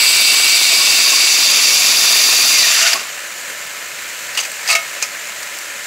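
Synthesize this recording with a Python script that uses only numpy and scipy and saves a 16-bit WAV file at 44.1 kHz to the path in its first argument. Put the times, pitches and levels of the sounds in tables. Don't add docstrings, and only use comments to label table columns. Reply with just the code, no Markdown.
import sys
import numpy as np
from scipy import signal
from scipy.fft import rfft, irfft, next_fast_len
from scipy.io import wavfile
from scipy.ndimage import uniform_filter1d, map_coordinates

SR = 44100
rng = np.random.default_rng(int(sys.argv[2]) if len(sys.argv) > 2 else 0)


def convert_level_to_amplitude(level_db):
    exponent = np.asarray(level_db, float) / 20
    return 10 ** exponent


def generate_wav(sig):
    pcm = np.round(np.clip(np.atleast_2d(sig).T, -1, 1) * 32767).astype(np.int16)
    wavfile.write(sys.argv[1], SR, pcm)


N = 258426

# time in seconds, grinding level in dB.
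BITE_LEVEL = [
    (0, -10.5),
    (2, -11),
    (2.55, -11),
    (2.7, -10),
    (2.8, -9.5),
    (2.86, -10),
    (2.915, -11.5),
    (2.938, -12.3),
    (2.946, -18.5),
    (3.11, -32.5),
]
# time in seconds, gear mesh frequency in Hz.
MOTOR_SPEED = [
    (0, 2294),
    (.6, 2283),
    (1.6, 2239),
    (2.5, 2185),
    (2.555, 2150),
    (2.7, 1700),
    (2.862, 1400),
    (2.99, 1000),
]
# frequency in Hz, width in Hz, level in dB.
BARREL_MODES = [(1850, 49, -12), (2450, 67, -5), (2700, 74, -1), (3662, 117, -3.5), (4090, 32, -2),
                (4400, 84, -8), (4700, 163, -2), (5870, 330, -10), (7700, 590, -12.5)]
# frequency in Hz, level in dB per Hz.
SHALLOW_COLOUR = [(710, -54), (1200, -42), (1490, -9.5), (1680, -29), (2160, -4.5), (2220, -9),
                  (2740, -2.5), (3180, -7.5), (4770, -2), (5340, -8.5), (6720, -11.5), (8010, -3.5),
                  (9800, -21), (12700, -55), (21600, -120)]
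# frequency in Hz, level in dB per Hz.
DEEP_COLOUR = [(710, -37), (1200, -18), (1650, -20), (1830, -14.5), (2380, -5), (3180, -8), (3510, -6),
               (4250, -6.5), (4640, -1), (5160, -4), (7330, -5), (8290, -17.5), (9800, -15), (12700, -32),
               (21600, -120)]
# frequency in Hz, level in dB per Hz.
STALL_COLOUR = [(260, -54), (450, -28), (575, -32), (646, -10), (846, -15.5), (1440, -2.5), (1630, -8),
                (1760, -2.5), (2810, -2), (3190, -7), (4580, -7), (7480, -7), (9800, -33), (12700, -50),
                (21600, -120)]
# frequency in Hz, level in dB per Hz.
JUDDER_COLOUR = [(18, -73), (30, -45), (55, -29.5), (256, -9), (574, -8.5), (673, -5), (876, -8),
                 (1120, -2), (1650, -6.5), (1830, -1.5), (2000, -6), (2600, -12), (4400, -120)]
# frequency in Hz, level in dB per Hz.
DUST_COLOUR = [(6000, -22.5), (8500, -1), (9900, -5.5), (10600, 5), (11500, 0), (13000, 0.5), (14500, -3.5),
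               (16000, -1.5)]
# frequency in Hz, width in Hz, gain in dB.
HOUSING_MODES = [(2130, 60, 8), (1850, 75, 14)]
# time in seconds, frequency in Hz, level in dB.
FLARES = [(.202, 674, -37), (.721, 680, -31.5), (.35, 1086, -32), (.55, 680, -36), (.81, 1105, -25),
          (.984, 684, -34), (1.067, 1105, -25.5), (1.136, 1090, -25.5), (1.278, 2725, -14),
          (2.63, 4060, -15), (2.83, 2810, -15), (2.853, 5100, -15), (2.862, 1470, -18.5),
          (2.862, 3050, -21), (2.884, 2600, -21), (2.911, 2760, -18), (2.936, 5080, -8), (2.962, 1112, -26),
          (2.85, 672, -28.5), (2.95, 670, -27), (4.38, 2880, -19), (4.385, 4700, -21), (4.395, 4700, -19),
          (4.435, 4700, -25), (4.698, 2496, -15), (4.71, 4600, -19), (4.722, 4300, -24),
          (5.034, 2476, -16.5)]
# start in seconds, level in dB, loudest band in Hz, length in seconds.
STROKES = [(2.79, -16, 4600, .0066), (2.823, -11, 6000, .015), (2.93, -7, 5000, 0.009),
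           (2.952, -21, 720, .03), (3.234, -32, 1800, .021), (4.348, -23.5, 4600, 0.019),
           (4.373, -12, 2830, 0.016), (4.387, -15.5, 2860, .018), (4.4, -16.5, 6100, 0.022),
           (4.426, -21, 2880, .02), (4.446, -22, 2450, .022), (4.655, -26, 1850, 0.029),
           (4.674, -16.5, 4820, 0.018), (4.686, -13, 2470, .014), (4.7, -8, 2540, 0.015),
           (4.713, -11.5, 4500, 0.015), (4.729, -14, 4400, .016), (5.018, -22, 3300, .007)]
# start in seconds, peak in dB, click centre in Hz, T60 in seconds.
FREE_KNOCKS = [
    (4.689, -8.5, 1280, 0.051),
    (4.7124, -3, 8300, 0.028),
    (4.7264, 0.5, 2300, .035),
    (4.7506, 0, 2300, 0.096),
]
# start in seconds, peak in dB, click centre in Hz, T60 in seconds.
HELD_TICKS = [
    (4.1175, -28, 1710, .04),
    (4.3735, -5, 2870, .03),
    (4.5404, -20, 2780, .02),
    (4.558, -16, 2700, .02),
    (5.025, 2, 6460, 0.029),
    (5.029, -11, 5240, 0.11),
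    (5.2526, -20, 2400, .03),
    (5.4256, -17, 7400, .02),
    (5.4296, -10.5, 7400, 0.029),
]
# start in seconds, peak in dB, click centre in Hz, T60 in seconds.
GRIT_SNAPS = [
    (2.933, -4, 5000, .02),
    (4.5162, -14, 8050, .02),
    (5.587, -9.5, 7900, .012),
]
# frequency in Hz, level in dB, T60 in seconds.
FREE_MODES = [(673, -5, 0.2), (1261, -0.5, 0.29), (1832, -8, 0.27), (2183, 1, 0.3), (2700, -6, 0.2),
              (3870, -9, 0.22), (5297, -8, 0.12)]
# frequency in Hz, width in Hz, level in dB.
SEATED_MODES = [(2610, 150, 3), (4740, 580, -1.5), (6100, 770, -4), (7400, 150, -9)]
# frequency in Hz, level in dB per Hz.
PUMP_COLOUR = [(60, -27), (165, -18.5), (400, -14), (572, -8), (850, -12), (1180, -9), (1680, -1.5),
               (2460, -3), (3400, -9.5), (5600, -11), (7300, -5.5), (9300, -16.5), (12500, -17),
               (16000, -21)]
# multiple of the shaft frequency, level in dB.
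PUMP_TONES = [(9.5, -52.5), (9.96, -50), (17, -48.5), (22, -47.5), (24, -49.5), (30, -43), (36, -42),
              (41, -48), (45, -48.5), (50, -50), (66, -53), (70, -50), (75, -49), (85, -54)]
# frequency in Hz, level in dB per Hz.
BREEZE_COLOUR = [(15, -8), (40, -1.5), (90, -4.5), (160, 0), (300, -24)]

SWITCH_OFF_S, HALT_S = 2.53, 2.92
HALT_IN_S = 0.018
TIME = np.arange(N) / SR


def unit(x):
    return x / np.sqrt(np.mean(x ** 2) + 1e-20)


def along(points, hz):
    f, v = np.transpose(points)
    return np.interp(np.log(hz + 1), np.log(f + 1), v)


def curve(rows):
    s, value = np.transpose(rows)
    return np.interp(TIME, s, value)


def ramp(start, length):
    return np.clip((TIME - start) / length, 0, 1)


def wobble(rate):
    knots = rng.standard_normal(int(N * rate / SR) + 4)
    return map_coordinates(knots, [np.arange(N) * rate / SR])


def tone(cycles):
    return np.sin(2 * np.pi * cycles)


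def filtered(x, response):
    m = next_fast_len(N + SR // 2)
    return irfft(rfft(x, m) * response(np.fft.rfftfreq(m, 1 / SR)), m)[:N]


def coloured(x, spectrum):
    return unit(filtered(x, lambda hz: convert_level_to_amplitude(along(spectrum, hz))))


def resonances(modes, hz):
    return sum(convert_level_to_amplitude(db) * 1j * hz * w / (c * c - hz * hz + 1j * hz * w) for c, w, db in modes)


def grit(lumpy_db, rate):
    return rng.standard_normal(N) * convert_level_to_amplitude(lumpy_db * wobble(rate))


def patchy(x, patchy_db):
    z = signal.stft(x, nperseg=512)[2]
    across_hz = uniform_filter1d(rng.standard_normal(z.shape), 4, 0)
    field = uniform_filter1d(across_hz, 7, 1)
    return signal.istft(z * convert_level_to_amplitude(patchy_db * unit(field)), nperseg=512)[1][:N]


def drill():
    mesh_hz = curve(MOTOR_SPEED)
    sag = mesh_hz.max() - mesh_hz
    slow = 1 - mesh_hz / mesh_hz.max()
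    teeth_per_turn = 133
    turn = np.cumsum(mesh_hz) / SR / teeth_per_turn + 0.352
    coast, halt = ramp(SWITCH_OFF_S, 0.31), ramp(HALT_S, HALT_IN_S)
    strain = np.clip((sag - 44) / 45, 0, 1) * (1 - coast)
    bite = convert_level_to_amplitude(0.22 * tone(turn) + 0.17 * wobble(11.1) + 2.4 * slow * wobble(70))
    cutting = grind(slow) + judder(strain, coast, halt) + dust(turn, slow, strain, halt)
    running = np.clip((3.12 - TIME) / .04, 0, 1)
    return running * (convert_level_to_amplitude(curve(BITE_LEVEL)) * bite * cutting + whine(mesh_hz, sag, slow) + squeal(turn, sag))


def grind(slow):
    rung = filtered(patchy(grit(1.2, 600), patchy_db=1.1), lambda hz: .6 + resonances(BARREL_MODES, hz))
    depth = np.clip(TIME / 1.6, 0, 1)
    turning = unit((1 - depth) * coloured(rung, SHALLOW_COLOUR) + depth * coloured(rung, DEEP_COLOUR))
    dragging = coloured(grit(3.0, 250) + .5 * unit(rung), STALL_COLOUR)
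    stall = np.clip(2.8 * slow - .4, 0, .65)
    return (1 - stall) * turning + stall * dragging


def judder(strain, coast, halt):
    level_db = -17.5 + 2.5 * strain - 5.5 * coast + 13.5 * halt
    return convert_level_to_amplitude(level_db + 0.9 * wobble(20)) * coloured(grit(2.4, 200), JUDDER_COLOUR)


def dust(turn, slow, strain, halt):
    level_db = -11.5 + 3.5 * strain + 2.5 * halt
    hiss = convert_level_to_amplitude(level_db + 0.54 * np.sin(2 * np.pi * turn + 0.74)) * coloured(grit(2.0, 900), DUST_COLOUR)
    finest = filtered(hiss, lambda hz: 1 / (1 + (12200 / (hz + 1)) ** 8))
    return hiss + finest * (convert_level_to_amplitude(2 - 1.5 * TIME - 10 * slow) - 1)


def whine(mesh_hz, sag, slow):
    lit_db = sum(db * np.exp(-((mesh_hz - hz) / w) ** 2) for hz, w, db in HOUSING_MODES)
    driven_db = -23.5 - .115 * sag
    idle_db = -28.5 - .013 * sag + lit_db
    level_db = np.where(TIME < SWITCH_OFF_S, driven_db, idle_db)
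    mesh = np.cumsum(mesh_hz + (14 + 25 * slow) * wobble(45)) / SR
    return convert_level_to_amplitude(level_db + 3.5 + 2 * wobble(30)) * tone(mesh) * (TIME < 2.99)


def squeal(turn, sag):
    fade_db = 300 * np.maximum(TIME - SWITCH_OFF_S, 0)
    level_db = -32.7 - .025 * sag - fade_db
    throb_db = np.minimum(1.7 + .06 * sag, 5.5)
    drag = convert_level_to_amplitude(throb_db * np.cos(2 * np.pi * turn - .2) + 1.2 * wobble(40))
    sweep_hz = (45 + 10 * throb_db) * tone(turn) + 35 * wobble(90)
    pitch_hz = 10950 - 3.05 * sag
    return convert_level_to_amplitude(level_db + 6) * drag * tone(np.cumsum(pitch_hz + sweep_hz) / SR)


def chatter():
    out, t = np.zeros(N + SR), np.arange(-SR // 8, SR // 8) / SR
    flare_cycles = 14
    for s, hz, db in FLARES:
        swell = np.exp(-(t * hz / flare_cycles) ** 2)
        out[round((s + t[0]) * SR):][:len(t)] += convert_level_to_amplitude(db + 2.5) * swell * tone(hz * t)
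    return out[:N]


def barrel():
    out, t = np.zeros(N + SR), np.arange(SR // 3) / SR
    for s, db, centre_hz, length in STROKES:
        out[round(s * SR):][:len(t)] += convert_level_to_amplitude(db) * scrape(t, db, centre_hz, length)
    # events, ring level in dB, dry crack level in dB
    for rows, ring_db, crack_db in [(FREE_KNOCKS, -5.8, -21), (HELD_TICKS, -28, -21), (GRIT_SNAPS, -28, -4)]:
        for s, db, centre_hz, t60 in rows:
            out[round(s * SR):][:len(t)] += convert_level_to_amplitude(db - 8.5) * knock(t, centre_hz, t60, ring_db, crack_db)
    return out[:N]


def scrape(t, db, centre_hz, length):
    dust_db = -24 - .25 * db
    grip = (1 - np.exp(-t / .001)) * convert_level_to_amplitude(-4 * t / length)
    release = np.exp(-(t / length) ** 4) + 0.033 * convert_level_to_amplitude(-60 * t / 0.13)
    return grip * release * contact(centre_hz, dust_db, grain_db=3, size=len(t))


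def knock(t, centre_hz, t60, ring_db, crack_db):
    decay = convert_level_to_amplitude(-60 * t / max(t60, .004)) + 0.058 * convert_level_to_amplitude(-60 * t / 0.39)
    click = decay * (1 - np.exp(-t / 0.0005)) * contact(centre_hz, crack_db, grain_db=0, size=len(t))
    ring = sum(convert_level_to_amplitude(level + rng.normal(0, 0.8) - 60 * t / life) * tone(f * t) for f, level, life in FREE_MODES)
    return click + convert_level_to_amplitude(ring_db) * ring * (1 - np.exp(-t / 0.0017))


def contact(centre_hz, dust_db, grain_db, size):
    hz = np.fft.rfftfreq(size, 1 / SR)
    grains = convert_level_to_amplitude(grain_db * uniform_filter1d(rng.standard_normal(size), 40) * np.sqrt(40))
    rub, dry = rfft(grains * rng.standard_normal((2, size)))
    body = 0.57 * along([(300, 0.055), (700, 0.99), (8000, 1.0), (10000, 0.056)], hz)
    band = body + resonances(SEATED_MODES, hz) + resonances([(centre_hz, 320, 8)], hz)
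    return unit(irfft(rub * band, size)) + convert_level_to_amplitude(dust_db) * unit(irfft(dry * (hz > 8000), size))


def thump():
    start_s, length_s = 4.716, .006
    u = (TIME - start_s) / length_s
    return convert_level_to_amplitude(-30) * np.exp(-u ** 2) * (1 + np.tanh(3 * u))


def background_db():
    peak_s, period_s = 4.74, 2.14
    swell = 0.62 * np.cos(2 * np.pi * (TIME - peak_s) / period_s)
    back = ramp(HALT_S, 0.2)
    return -27 + back * swell - (1 - back) * 3.5


def pump():
    shaft_hz = 58.9
    air = convert_level_to_amplitude(.3 * wobble(12)) * coloured(patchy(grit(1, 300), patchy_db=.9), PUMP_COLOUR)
    frame = [(78, 30, 0)]  # Hz, width Hz, dB
    drone = unit(filtered(rng.standard_normal(N), lambda hz: resonances(frame, hz) ** 2))
    drift = TIME + 2.5e-5 * wobble(2.92)
    orders = np.zeros(N)
    for multiple, db in PUMP_TONES:
        waver = np.interp(TIME, np.linspace(0, N / SR, 30), convert_level_to_amplitude(1.8 * rng.standard_normal(30)))
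        orders += convert_level_to_amplitude(db + 1.5) * waver * tone(multiple * shaft_hz * drift + rng.random())
    return convert_level_to_amplitude(background_db()) * (air + convert_level_to_amplitude(-31) * drone) + orders


def breeze():
    lumps = convert_level_to_amplitude(4.5 * wobble(9) + background_db())
    return convert_level_to_amplitude(-57.0) * unit(lumps * coloured(rng.standard_normal(N), BREEZE_COLOUR))


def scene():
    return (drill() + chatter() + pump() + barrel() + thump() + breeze())[None] * [[1], [1]]


def starved(x):
    bass = filtered(x, lambda hz: 1 / (1 + (hz / 160) ** 8))
    gap_db = np.minimum(16 * (wobble(14) - .5), 3) * (1 - ramp(HALT_S, HALT_IN_S))
    return x + bass * (convert_level_to_amplitude(gap_db) - 1)


def top_cut(x):
    return signal.sosfilt(signal.butter(12, 17090, fs=SR, output="sos"), x)


def record(dry):
    ceiling, bass_cut_hz, top_hz = 0.71, 110, 15740
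    held = dry[0] / (1 + np.abs(dry[0] / ceiling) ** 5) ** (1 / 5)
    kept = filtered(starved(held), lambda hz: (hz < top_hz) * (1j * hz / (bass_cut_hz + 1j * hz)) ** 2)
    return top_cut(np.array([kept, kept]))


dry = scene()
out = record(dry)
generate_wav(out)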